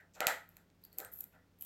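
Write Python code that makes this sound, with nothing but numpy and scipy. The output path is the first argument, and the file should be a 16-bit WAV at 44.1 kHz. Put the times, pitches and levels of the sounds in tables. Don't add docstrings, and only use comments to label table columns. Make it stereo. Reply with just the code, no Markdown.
import sys
import numpy as np
from scipy import signal
from scipy.fft import rfft, irfft, next_fast_len
from scipy.io import wavfile

SR = 44100
rng = np.random.default_rng(int(sys.argv[2]) if len(sys.argv) > 2 else 0)


def dump_mix(stems):
    frames = np.atleast_2d(stems).T
    limited = np.clip(frames, -1, 1)
    pcm = np.round(limited * 32767).astype(np.int16)
    wavfile.write(sys.argv[1], SR, pcm)


N = 72765
T = np.arange(N) / SR

# start_s, length_ms, body_db, crack_db, fizz_db, pan_db, room_send_db
FIBRE_SNAPS = [(0.2046, 1.4, -27, -35.5, -37.5, -12, -5), (0.2685, 1.7, -26, -26, -25.5, -4.5, -0.5),
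               (.4900, 1.14, -75, -74, -55.5, 0, -1.5), (0.5677, 1.9, -59.5, -58, -54, 1, -2.5),
               (.7005, 1.7, -73, -72, -88, -1.5, -5.5), (.8380, 2, -78, -82, -51, -12.5, -1),
               (.8494, 2, -68, -64, -49.5, -1.5, -25), (.9287, 0.86, -71.5, -71.5, -57, -4, 4),
               (.9850, 0.88, -54, -41.5, -32.5, 0.5, -2), (1.0012, 1.2, -51, -43, -45, 10.5, 2),
               (1.048, 0.71, -53, -54.5, -46, 2, 0), (1.136, 2.9, -75, -81, -40.5, -3, -1),
               (1.1854, 1.6, -88, -78, -51, -4, -3), (1.188, 2.5, -85, -80, -43, -10, -28),
               (1.2055, 1.6, -70.5, -53.5, -39, 6.5, 1.5), (1.208, 1.3, -65, -58, -37, -11, -5.5),
               (1.2329, 2.2, -69.5, -73, -54, -5.5, 0.5), (1.2400, 1.3, -72.5, -61, -41, -8, -17),
               (1.5875, 1, -91.5, -81.5, -64.5, -6, 0), (1.6105, 0.76, -77, -65.5, -42.5, -11, 2),
               (1.6230, 0.685, -61, -63, -37, -5.5, -14), (1.6367, 1.4, -76, -71, -50, -11, -1),
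               (1.6490, 2.9, -74, -50, -35, -4, -1)]
# start_s, length_s, body_db, crack_db, fizz_db, pan_db
GRAIN_RUNS = [(0.0, 0.015, -63.5, -77.5, -74.5, -5), (0.134, 0.032, -72.5, -57, -70, -12),
              (0.141, 0.17, -54.5, -75, -71, -0.5), (0.477, 0.15, -75.5, -84, -75, -6),
              (0.812, 0.16, -78.5, -81, -76, -3.5), (0.972, 0.0547, -52.5, -81, -50, -7),
              (1.112, 0.114, -77, -69.5, -49.5, -4), (1.318, 0.044, -65.5, -81.5, -77.5, -6),
              (1.589, 0.033, -87, -82.5, -65.5, -1), (1.604, 0.08, -80, -68.5, -54, -9.5)]
# frequency_hz, relative_third_octave_db
WOOD_SPECTRUM = [(120, -30), (250, -22), (450, -21), (800, -15), (1250, -16.5), (2000, -10.5), (3000, -9),
                 (4800, -5.5), (6300, -3.5), (8300, -4.5), (9800, -12), (11000, -2), (12300, 4),
                 (14000, -2), (15800, -9)]
# pitch_hz, width_hz, lift_db
WOOD_RESONANCES = [(616, 250, 3.5), (1850, 140, 3), (2548, 420, 9), (4210, 710, 1.5), (7340, 710, 7)]
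# start_s, pitch_hz, level_db, t60_s
BLOCK_KNOCKS = [(.2053, 1960, -17.5, 0.0063), (.2056, 1400, -23.5, 0.0074), (0.23, 2900, -23, .006),
                (.2053, 690, -30.5, 0.013), (.2689, 2460, -14, 0.0056), (.2687, 720, -24.5, 0.0088),
                (.9860, 1503, -48.5, 0.0096), (1.0015, 570, -39.5, 0.0063), (1.6232, 680, -61.5, 0.0034)]
# start_s, pitch_hz, level_db, t60_s, bandwidth_ratio
FADING_RINGS = [(0.0, 1770, -57.5, 0.21, 0.28), (0.269, 4700, -73, 0.39, 0.098),
                (.835, 4510, -63, 0.18, 0.13), (0.915, 4430, -72, 0.28, 0.12),
                (1.046, 8340, -51.5, 0.11, 0.053), (1.61, 3110, -67, 0.37, 0.24),
                (1.611, 7300, -77, 0.39, 0.1)]
# frequency_hz, gain_db
LEFT_SHADOW = [(300, -6), (1200, 3), (2000, 6), (2800, -9.5), (4000, 3), (6500, -16), (9000, -8.5),
               (12500, 3), (16000, 4.5)]
# frequency_hz, gain_db
ROOM_SPECTRUM = [(150, -2), (320, -2.5), (480, 11), (700, 5), (900, 9), (1060, -0.5), (1350, 12),
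                 (1650, 5.5), (1950, 8), (2550, -10.5), (3300, -2.5), (4300, -5), (5500, -10.5),
                 (8000, -5.5), (13000, -10.5), (16000, -9)]
# frequency_hz, t60_s
ROOM_DECAY = [(200, 0.29), (650, 0.27), (1600, 0.32), (4000, 0.28), (8000, 0.26), (14000, 0.27)]
# frequency_hz, rise_s
ROOM_RISE = [(600, 0.0058), (1600, 0.013), (4000, 0.00033), (12000, 0.0013)]
# pitch_hz, gain_db
ROOM_RESONANCES = [(500, -17), (594, -20), (689, -14.5), (766, -17), (831, -17.5), (894, -19), (1272, -14),
                   (1302, -16), (1411, -10), (1475, -13), (1553, -17), (1617, -19), (1759, -23),
                   (1885, -21), (1947, -16.5), (1996, -22)]
# peak_s, half_length_s, centre_hz, level_db
LOW_SWELLS = [(0.177, 0.019, 677.5, -58), (1.017, 0.034, 465, -55), (1.13, 0.13, 63, -68.5),
              (1.06, 0.22, 338, -72)]
# frequency_hz, third_octave_db
NOISE_FLOOR = [(25, -91.5), (50, -80.5), (90, -83), (125, -83), (175, -77), (280, -80.5), (500, -82),
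               (1000, -86), (2000, -87), (5000, -88.5), (10000, -93), (15000, -88.5)]
# pitch_hz, level_db
HUM_TONES = [(94, -76.5), (172, -76.5), (276, -82.5)]

BODY_CRACK_FIZZ_HZ = (1694, 6600, 12070)
SNAP_COHERENCE, ROOM_COHERENCE, FLOOR_COHERENCE = 0.67, 0.37, 0.26
EDGES_HZ = 22.1 * 2 ** (np.arange(30) / 3)
CENTRES_HZ = np.sqrt(EDGES_HZ[1:] * EDGES_HZ[:-1])
BANDS = list(zip(CENTRES_HZ, EDGES_HZ, EDGES_HZ[1:]))


def fibre_snaps(gain_db=-26):
    direct, to_room = np.zeros((2, 2, N))
    for start_s, length_ms, *levels_db, pan_db, send_db in FIBRE_SNAPS:
        snap = amp(gain_db) * pan(pan_db) * wood_response(fracture_burst(length_ms), levels_db)
        add(direct, start_s, snap)
        add(to_room, start_s, amp(send_db) * snap)
    return direct, to_room


def fracture_burst(length_ms, size=512):
    progress = T[:size] / (length_ms / 2000)
    envelope = progress ** 2 * np.exp(-2 * progress)
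    gate = np.minimum(10 * envelope / envelope.max(), 1)
    burst = stereo_noise(size, SNAP_COHERENCE) * envelope
    for _ in range(3):
        spectrum = rfft(burst)
        burst = irfft(spectrum / (np.abs(spectrum) + 1e-20)) * gate
    return burst


def wood_response(force, levels_db):
    n = 2 * next_fast_len(force.shape[-1] + 1000)
    hz = np.maximum(np.arange(n // 2 + 1) * SR / n, EDGES_HZ[0])
    db = at_hz(WOOD_SPECTRUM, hz) + at_hz(list(zip(BODY_CRACK_FIZZ_HZ, levels_db)), hz)
    db += sum(lift / (1 + (2 * (hz - pitch) / width) ** 2) for pitch, width, lift in WOOD_RESONANCES)
    third_octave_hz = hz * (EDGES_HZ[1] - EDGES_HZ[0]) / CENTRES_HZ[0]
    bass_cut = 1 + (150 / hz) ** 2
    cepstrum = irfft(np.log(amp(db) * np.sqrt(SR / 2 / third_octave_hz) / bass_cut))
    lag = np.arange(n)
    causal_fold = 1 + np.sign(n / 2 - lag) - (lag == 0)
    response = np.exp(rfft(cepstrum * causal_fold))
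    return irfft(rfft(unit(force), n) * response)


def grain_runs(gain_db=-6.5, grains_per_s=830, spread_db=1.5, ramp_s=0.0068):
    out = np.zeros((2, N))
    for start_s, length_s, *levels_db, pan_db in GRAIN_RUNS:
        n = int(length_s * SR)
        impulses = (rng.random(N) < grains_per_s / SR) * rng.choice([-1, 1], N)
        grains = impulses * amp(spread_db * np.minimum(rng.exponential(1, N), 4))
        envelope = np.clip(np.minimum(T[:n], length_s - T[:n]) / ramp_s, 0, 1)
        run = wood_response(grains[:n] * envelope, levels_db)
        add(out, start_s, amp(gain_db) * np.sqrt(length_s) * pan(pan_db) * run)
    return out


def block_knocks(rise_s=0.00054):
    out = np.zeros((2, N))
    attack = 1 - np.exp(-T / rise_s)
    for start_s, hz, db, t60_s in BLOCK_KNOCKS:
        add(out, start_s, amp(db) * np.sin(2 * np.pi * hz * T) * attack * decay(T, t60_s))
    return out * pan(db=-0.5)


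def block_jolt(start_s=0.2686, pitch_hz=129.9):
    out = np.zeros((2, N))
    thump = np.cos(2 * np.pi * pitch_hz * T) * decay(T, t60_s=0.0068)
    add(out, start_s, amp(-31.5) * pan(db=-15) * thump)
    return out


def fading_rings():
    out = np.zeros((2, N))
    for start_s, hz, db, t60_s, width in FADING_RINGS:
        ring = noise_band(stereo_noise(N, ROOM_COHERENCE), hz * (1 - width / 2), hz * (1 + width / 2))
        add(out, start_s, amp(db) * ring * decay(T, t60_s))
    return out * pan(db=-5)


def far_side(x, delay_s=0.0003137):
    n = 2 * next_fast_len(N)
    hz = np.arange(n // 2 + 1) * SR / n
    delay = np.exp(-2j * np.pi * hz * delay_s)
    return irfft(rfft(x, n) * amp(at_hz(LEFT_SHADOW, hz)) * delay)[:N]


def reverberation(x, size=24000):
    t, tail = T[:size], 0

    def envelope(hz):
        return (1 - np.exp(-(t / at_hz(ROOM_RISE, hz)) ** 2)) * decay(t, at_hz(ROOM_DECAY, hz))

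    for hz, low, high in BANDS[7:]:
        reflections = band_pass(stereo_noise(size, ROOM_COHERENCE), low, high) * envelope(hz)
        tail += np.sqrt(2 * (high - low) / SR) * unit(reflections)
    colour = amp(at_hz(ROOM_SPECTRUM, np.arange(size + 1) * SR / (2 * size)))
    tail = irfft(rfft(tail, 2 * size) * colour)[:, :size]
    for hz, db in ROOM_RESONANCES:
        phase_cycles = rng.random() + 0.38 * rng.random((2, 1))
        tail += amp(db) * unit(np.sin(2 * np.pi * (hz * t + phase_cycles)) * envelope(hz))
    return pan(db=-2) * signal.fftconvolve(x[None], tail, axes=1)[:, :N]


def rumble():
    out = 0
    for peak_s, half_s, hz, db in LOW_SWELLS:
        noise = noise_band(stereo_noise(N, FLOOR_COHERENCE), hz / np.sqrt(2), hz * np.sqrt(2))
        out += amp(db) * noise * np.exp(-((T - peak_s) / half_s) ** 2)
    return out


def background():
    white = [stereo_noise(N, FLOOR_COHERENCE) for _ in range(2)]
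    air = sum(amp(at_hz(NOISE_FLOOR, hz)) * noise_band(white[k % 2], low, high)
              for k, (hz, low, high) in enumerate(BANDS))
    hum = sum(amp(db) * np.sqrt(2) * np.sin(2 * np.pi * (hz * T + rng.random())) for hz, db in HUM_TONES)
    return pan(db=-1.5) * (air + hum)


def amp(db):
    return 10 ** (np.asarray(db) / 20)


def at_hz(table, hz):
    frequencies, values = np.transpose(table)
    return np.interp(np.log(np.maximum(hz, 1)), np.log(frequencies), values)


def unit(x):
    return x / np.sqrt(np.sum(x ** 2, axis=-1, keepdims=True) + 1e-30)


def decay(t, t60_s):
    return np.exp(-np.log(1000) * t / t60_s)


def pan(db):
    return np.sqrt(2) * unit(amp([db / 2, -db / 2]))[:, None]


def add(out, start_s, x):
    i = int(np.clip(start_s * SR, 0, N - 1))
    out[:, i:i + x.shape[-1]] += x[..., :N - i]


def stereo_noise(size, coherence):
    mid, side = rng.standard_normal((2, size))
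    return np.sqrt(1 + coherence) * mid + np.sqrt(1 - coherence) * side * [[1], [-1]]


def band_pass(x, low_hz, high_hz):
    return signal.sosfilt(signal.butter(2, [low_hz, high_hz], "band", fs=SR, output="sos"), x)


def noise_band(white, low_hz, high_hz):
    return np.sqrt(N) * unit(band_pass(white, low_hz, high_hz))


def scene():
    (snaps, snaps_to_room), grains, knocks = fibre_snaps(), grain_runs(), block_knocks()
    left, right = np.sqrt(SR) * (snaps + grains) + knocks
    _, to_room = np.sqrt(SR) * (snaps_to_room + grains) + knocks
    direct = np.array([far_side(left), right])
    return direct + reverberation(to_room) + fading_rings() + block_jolt() + rumble() + background()


def record(dry, cutoff_hz=16200):
    return signal.sosfilt(signal.ellip(10, 0.2, 70, cutoff_hz, fs=SR, output="sos"), dry)


dry = scene()
out = record(dry)
dump_mix(out)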